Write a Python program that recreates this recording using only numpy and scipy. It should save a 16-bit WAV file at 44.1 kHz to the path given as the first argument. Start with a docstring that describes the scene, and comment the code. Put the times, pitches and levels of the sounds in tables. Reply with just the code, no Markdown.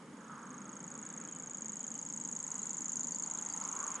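"""Over a low, distant rumble, a grasshopper warbler starts to sing in a reed bed, very faintly at first.
Its song is about 27 syllables a second, each a sharp tick and a falling whistle, scattered by the stems.
Just after the start, a hoarse sound swells far away and dies out. As the song grows louder, other
small birds chirp far off. Toward the end a breeze rises, and the leaves hiss and crackle."""
import sys
import numpy as np
from scipy import signal
from scipy.io import wavfile
from scipy.ndimage import uniform_filter1d

SR = 44100
rng = np.random.default_rng(int(sys.argv[2]) if len(sys.argv) > 2 else 0)


def digitize_waveform(pressure):
    """Quantize a signal to 16-bit integers and store it at the path in sys.argv[1].

    Rows of a 2-D input are taken as channels; values are limited to [-1, 1].
    """
    field = np.atleast_2d(pressure).T
    bounded = np.clip(field, -1, 1)
    quanta = np.round(bounded * 32767).astype(np.int16)
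    wavfile.write(sys.argv[1], SR, quanta)


N = 176400  # 4 seconds


def amp(db):
    """Turns decibels into a number to multiply a sound by."""
    return 10 ** (np.asarray(db) / 20)


def evened(x):
    """Scales a signal so that its average power is 1."""
    return x / np.sqrt(np.mean(x ** 2) + 1e-20)


def at(table, s):
    """Looks up every column of a time table at s seconds."""
    times, *columns = np.transpose(table)
    return [np.interp(s, times, c) for c in columns]


def at_hz(table, hz):
    """Looks up a frequency table, giving each octave the same width."""
    frequencies, values = np.transpose(table)
    return np.interp(np.log(hz + 1e-6), np.log(frequencies), values)


def add(mix, s, sound):
    """Mixes a sound in, starting at s seconds."""
    part = mix[max(round(s * SR), 0):][:len(sound)]
    part += sound[:len(part)]


def tone(hz):
    """A pure whistle that follows a pitch curve."""
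    return np.sin(2 * np.pi * (np.cumsum(hz) / SR + rng.random()))


def millis(length_ms):
    """The time of each sample, in milliseconds."""
    return np.arange(0, length_ms, 1000 / SR)


def noise(shape_db, patchy_db):
    """Stereo noise of power 1, shaped by shape_db(s, hz), with random louder and softer patches."""
    # How alike the two sides are: (frequency [Hz], likeness [0 to 1])
    likeness = [(30, .9), (80, .965), (150, .998), (300, .99), (600, .92), (1200, .95), (2500, .6),
                (5000, .5), (11000, .55)]
    # Which side is louder: (frequency [Hz], left minus right [dB])
    balance = [(100, 1), (300, 0.19), (700, -3.3), (1300, -2.2), (3000, -0.92), (10000, -0.46)]
    hz = np.fft.rfftfreq(2048, 1 / SR)
    s = np.arange(N // 512 + 5)[:, None] * 512 / SR
    a, b, c, d, patches = rng.standard_normal((5, len(s), len(hz)))
    patches = evened(uniform_filter1d(uniform_filter1d(patches, size=8, axis=0), size=16, axis=1))
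    same, lean = at_hz(likeness, hz), amp(at_hz(balance, hz) / 2)
    left = a + 1j * b
    right = same * left + np.sqrt(1 - same ** 2) * (c + 1j * d)
    spectra = np.array([left * lean, right / lean]) * amp(shape_db(s, hz) + patchy_db * patches)
    _, sound = signal.istft(spectra.swapaxes(1, 2), nperseg=2048, noverlap=1536)
    return evened(sound[:, :N])


def background():
    """A distant rumble that gently rises and falls, and the faint hiss of still air."""
    # Tone colour of the rumble and air: (frequency [Hz], relative level [dB])
    colour = [(20, -41), (50, -41.5), (80, -17), (110, -29.5), (150, -6), (200, 1.5), (250, -1),
              (300, -4.5), (350, -15), (430, -11.5), (540, -12.5), (690, -18.5), (900, -10), (1100, -17),
              (1500, -17.5), (2200, -21), (2600, -29.5), (3100, -25.5), (4200, -33.5), (6000, -28.5),
              (9000, -29.5), (11000, -37.5)]
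    # Extra strength of the rumble below 600 Hz: (time [s], boost [dB])
    rumble = [(0, 2.5), (.85, 4), (1.6, 1), (2.3, 2.5), (3, 0), (4, 0.5)]
    return amp(-52) * noise(lambda s, hz: at_hz(colour, hz) + at(rumble, s)[0] * (hz < 600), patchy_db=1)


def tick(top_hz, length_ms, from_hz=4900):
    """A whistle that shoots upward and dies so fast that it sounds like a tick."""
    progress = millis(3 * length_ms) / length_ms
    hz = top_hz + (from_hz - top_hz) * np.exp(-(progress / .24) ** 1.206)
    rise = progress / .45  # loudest where this reaches 1
    return tone(hz) * (rise * np.exp(1 - rise)) ** 3.03


def snap(decay_ms=.6):
    """A tiny burst of noise that sharpens the tick."""
    ms = millis(4)
    return rng.standard_normal(len(ms)) * np.exp(-ms / decay_ms)


def trail(length_ms=5.3, hz=8140, fade_db=-14):
    """A faint high whistle that lingers after the tick."""
    progress = millis(length_ms) / length_ms
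    return tone(np.full(len(progress), hz)) * np.sqrt(np.sin(np.pi * progress)) * amp(fade_db * progress)


def slur(from_hz, toward_hz, length_ms=6.53, edge_ms=.92, fall_ms=4.06, fade_db=-13):
    """A short whistle that starts sharply, then slides down and fades."""
    ms = millis(length_ms)
    hz = toward_hz + (from_hz - toward_hz) * np.exp(-ms / fall_ms)
    edges = np.sin(np.pi / 2 * np.clip(np.minimum(ms, length_ms - ms) / edge_ms, 0, 1)) ** 2
    return tone(hz) * edges * amp(fade_db * ms / length_ms)


def afternote(from_hz, end_hz, length_ms=5.8):
    """A soft second falling whistle that ends the syllable."""
    progress = millis(length_ms) / length_ms
    return tone(from_hz + (end_hz - from_hz) * progress) * np.sqrt(np.sin(np.pi * progress))


def reed_echoes(sound, fade_s):
    """Many weak echoes from the stems, much alike on both sides, dying by 60 dB in fade_s."""
    t = np.arange(SR // 2) / SR
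    shared, left, right = rng.standard_normal((3, len(t))) * amp(-60 * t / fade_s) * (t > .001)
    tail = shared + .32 * np.array([left, right])
    return signal.fftconvolve(sound[None], tail / np.linalg.norm(tail[0]), axes=1)[:, :N]


def warbler(first_s=.0102, last_s=3.96, pitch_spread=.0071, level_spread_db=.98):
    """The bird repeats one syllable, a little different each time, and the reeds scatter it."""
    # How fast it sings: (time [s], pace [syllables per second])
    pace = [(0.0, 26.701), (0.3, 27.264), (0.4, 26.488), (0.9, 27.037), (1.0, 26.744), (1.5, 27.179),
            (1.6, 26.721), (1.8, 27.387), (1.9, 26.756), (2.0, 27.472), (2.1, 26.851), (2.4, 26.144),
            (2.9, 26.714), (3.2, 25.955), (3.3, 26.633), (4.0, 26.218)]
    # How the song swells: (time [s], relative level [dB])
    effort = [(0.0, -71), (0.1, -70.8), (0.2, -63), (0.4, -60), (0.5, -54.5), (0.9, -47.5), (1.1, -46.5),
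              (1.3, -46.5), (1.8, -42), (2.0, -42.5), (2.7, -39), (2.8, -40.5), (2.9, -37.5), (3.5, -39.5),
              (4.0, -38.5)]
    # The voice settles as the song builds: (time [s], top of the tick [Hz], tick length [ms],
    # start of the slur [Hz], pitch the slur falls toward [Hz], relative tick level [dB])
    voice = [(0, 7600, 1.7, 6960, 6450, -12), (.35, 8150, 1.06, 6840, 6250, 1),
             (.6, 8200, 2.3, 6960, 6080, -4.5), (.95, 7860, 1.2, 7160, 6140, -0.5),
             (1.5, 7610, 2, 6910, 6510, -1.5), (2.4, 7740, 2.15, 7150, 6120, -2),
             (3.05, 7380, 2.7, 7380, 6100, 0), (3.45, 7570, 1.94, 7090, 6080, -2.5),
             (4, 7500, 2.2, 7260, 6040, -1)]
    # Where the song is heard: (time [s], left minus right [dB])
    balance = [(0, 0), (1, .5), (2.5, .6), (4, .5)]
    t, song = np.arange(N) / SR, np.zeros(N)
    syllable_count = np.floor(np.cumsum(at(pace, t + first_s)[0]) / SR)
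    starts = t[np.diff(syllable_count, prepend=-1) > 0] + first_s
    for s, chance in zip(starts[starts < last_s], rng.standard_normal((len(starts), 6))):
        top_hz, tick_ms, from_hz, toward_hz, tick_db = at(voice, s)
        tick_gain, slur_gain, after_gain = amp(11 + at(effort, s)[0] + level_spread_db * chance[:3])
        tick_tune, slur_tune = 1 + pitch_spread * chance[3:5]
        notes = [(-.375 * tick_ms, tick_gain * amp(tick_db - .5) * tick(top_hz * tick_tune, tick_ms)),
                 (0, tick_gain * amp(-26 + 3.5 * chance[5]) * snap()),
                 (tick_ms / 2, tick_gain * amp(tick_db - 18.5) * trail()),
                 (10.6, slur_gain * slur(from_hz * slur_tune, toward_hz * slur_tune)),
                 (16, after_gain * amp(-16) * afternote(6700 * slur_tune, 6383 * slur_tune))]
        for offset_ms, note in notes:
            add(song, s + offset_ms / 1000, note)
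    near_echoes = amp(-5.5) * reed_echoes(song, fade_s=.041)
    far_echoes = amp(-13.5) * reed_echoes(song, fade_s=.2)
    lean_db = at(balance, t)[0] / 2
    return (song + near_echoes + far_echoes) * amp([lean_db, -lean_db])


def far_swell(start_s=.13, rise_s=.19, hold_s=.12, fall_db_per_s=22):
    """A hoarse, far-off band of noise that rises quickly and dies away slowly."""
    # Tone colour of the swell: (frequency [Hz], relative level [dB])
    colour = [(600, -32), (950, -5), (1150, -1), (1290, 1.5), (1450, -3.5), (1700, -10), (2400, -41)]
    t = np.arange(N) / SR - start_s
    rise = np.clip(t / rise_s, 0, 1)
    fade_db = -fall_db_per_s * np.maximum(t - rise_s - hold_s, 0)
    return rise * amp(-52.5 + fade_db) * noise(lambda s, hz: at_hz(colour, hz), patchy_db=1.5)


def far_birds(waver_depth=.015):
    """Thin, slightly wavering chirps from deeper in the reeds."""
    # Each chirp: (time [s], length [s], start pitch [Hz], middle pitch [Hz], end pitch [Hz], level [dB])
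    chirps = [(1.273, 0.033, 2900, 3250, 3060, -64), (1.305, 0.092, 3120, 3040, 2990, -69.5),
              (1.836, 0.021, 2750, 3230, 3150, -64), (1.939, 0.035, 2940, 3020, 2980, -67),
              (1.98, 0.0353, 5750, 4920, 4400, -67), (2.602, .035, 3830, 4080, 4300, -66),
              (3.033, 0.012, 3560, 4400, 4750, -59), (3.12, .034, 4750, 4580, 4700, -59),
              (3.226, 0.035, 4600, 4340, 5300, -59.5), (3.372, 0.015, 3300, 3890, 4600, -58),
              (3.387, 0.018, 3630, 3130, 2940, -60), (3.491, 0.05, 4840, 4640, 5040, -59),
              (3.622, .026, 4000, 4950, 5350, -58.5)]
    calls = np.zeros(N)
    for s, length, start_hz, middle_hz, end_hz, db in chirps:
        progress = np.arange(0, length, 1 / SR) / length
        # A smooth curve through the three pitches.
        hz = np.polyval(np.polyfit([0, .5, 1], [start_hz, middle_hz, end_hz], 2), progress)
        waver = evened(uniform_filter1d(rng.standard_normal(SR // 4), size=40))[:len(progress)]
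        loudness = amp(db) * np.sqrt(np.sin(np.pi * progress))
        add(calls, s, loudness * tone(hz * (1 + waver_depth * waver)))
    return calls + amp(-7) * reed_echoes(calls, fade_s=.12)


def breeze():
    """A broad rush of air that shifts in pitch, with the hiss and crackle of leaves."""
    # The moving air: (time [s], level [dB], centre pitch [Hz])
    wind = [(0, -65, 1240), (.5, -64, 1250), (.8, -60, 1080), (1.2, -58, 1300), (1.7, -64, 1200),
            (2.1, -68, 1040), (2.5, -57.5, 1080), (3.1, -61.5, 1010), (3.35, -52.5, 1000),
            (3.65, -50, 1050), (3.85, -49, 1140), (4, -47.5, 1125)]
    # Tone colour of its rush: (frequency [multiple of the centre pitch], relative level [dB])
    rush_colour = [(.2, -27.5), (.33, -10), (.45, -15.5), (.62, -18.5), (.8, -5.5), (.92, -2), (1, -1),
                   (1.09, -5.5), (1.3, -7), (1.6, -16.5), (1.9, -17), (2.3, -23), (2.8, -23.5),
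                   (3.8, -35.5), (9, -33)]
    # How strongly the leaves rustle: (time [s], level [dB])
    rustle = [(0, -114), (2, -63.5), (2.6, -60), (3.35, -60.5), (3.7, -57), (4, -60)]
    # Tone colour of their hiss: (frequency [Hz], relative level [dB])
    hiss_colour = [(1500, -28), (3000, -5), (4500, -14), (7000, 13), (11000, -14)]
    t = np.arange(N) / SR
    rush = noise(lambda s, hz: at_hz(rush_colour, hz / at(wind, s)[1]), patchy_db=1.5)
    hiss = noise(lambda s, hz: at_hz(hiss_colour, hz), patchy_db=1.2)
    leaves = hiss + amp(-4) * crackle()
    return rush * amp(at(wind, t)[0]) + leaves * amp(at(rustle, t)[0])


def crackle(touches_per_s=700, spread_db=3.5, decay_s=.00057):
    """Dry leaves touch at random, and each touch makes a tiny, bright burst of noise."""
    sizes = amp(spread_db * np.minimum(rng.exponential(1, (2, N)), 5))
    touches = rng.random((2, N)) < touches_per_s / SR
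    loudness = signal.lfilter([1], [1, -np.exp(-1 / (decay_s * SR))], sizes * touches)
    bursts = loudness * rng.standard_normal((2, N))
    bright = signal.sosfilt(signal.butter(2, 2500, "highpass", fs=SR, output="sos"), bursts)
    return evened(bright + .16 * bright[::-1])  # each side gets a little of the other


def scene():
    """The warbler in front of everything else."""
    return warbler() + far_birds() + far_swell() + background() + breeze()


def record(dry, cutoff_hz=11250):
    """Takes away the highest treble."""
    low_pass = signal.firwin(201, cutoff_hz, window=("kaiser", 8), fs=SR)
    return signal.oaconvolve(dry, low_pass[None], "same")


dry = scene()
out = record(dry)
digitize_waveform(out)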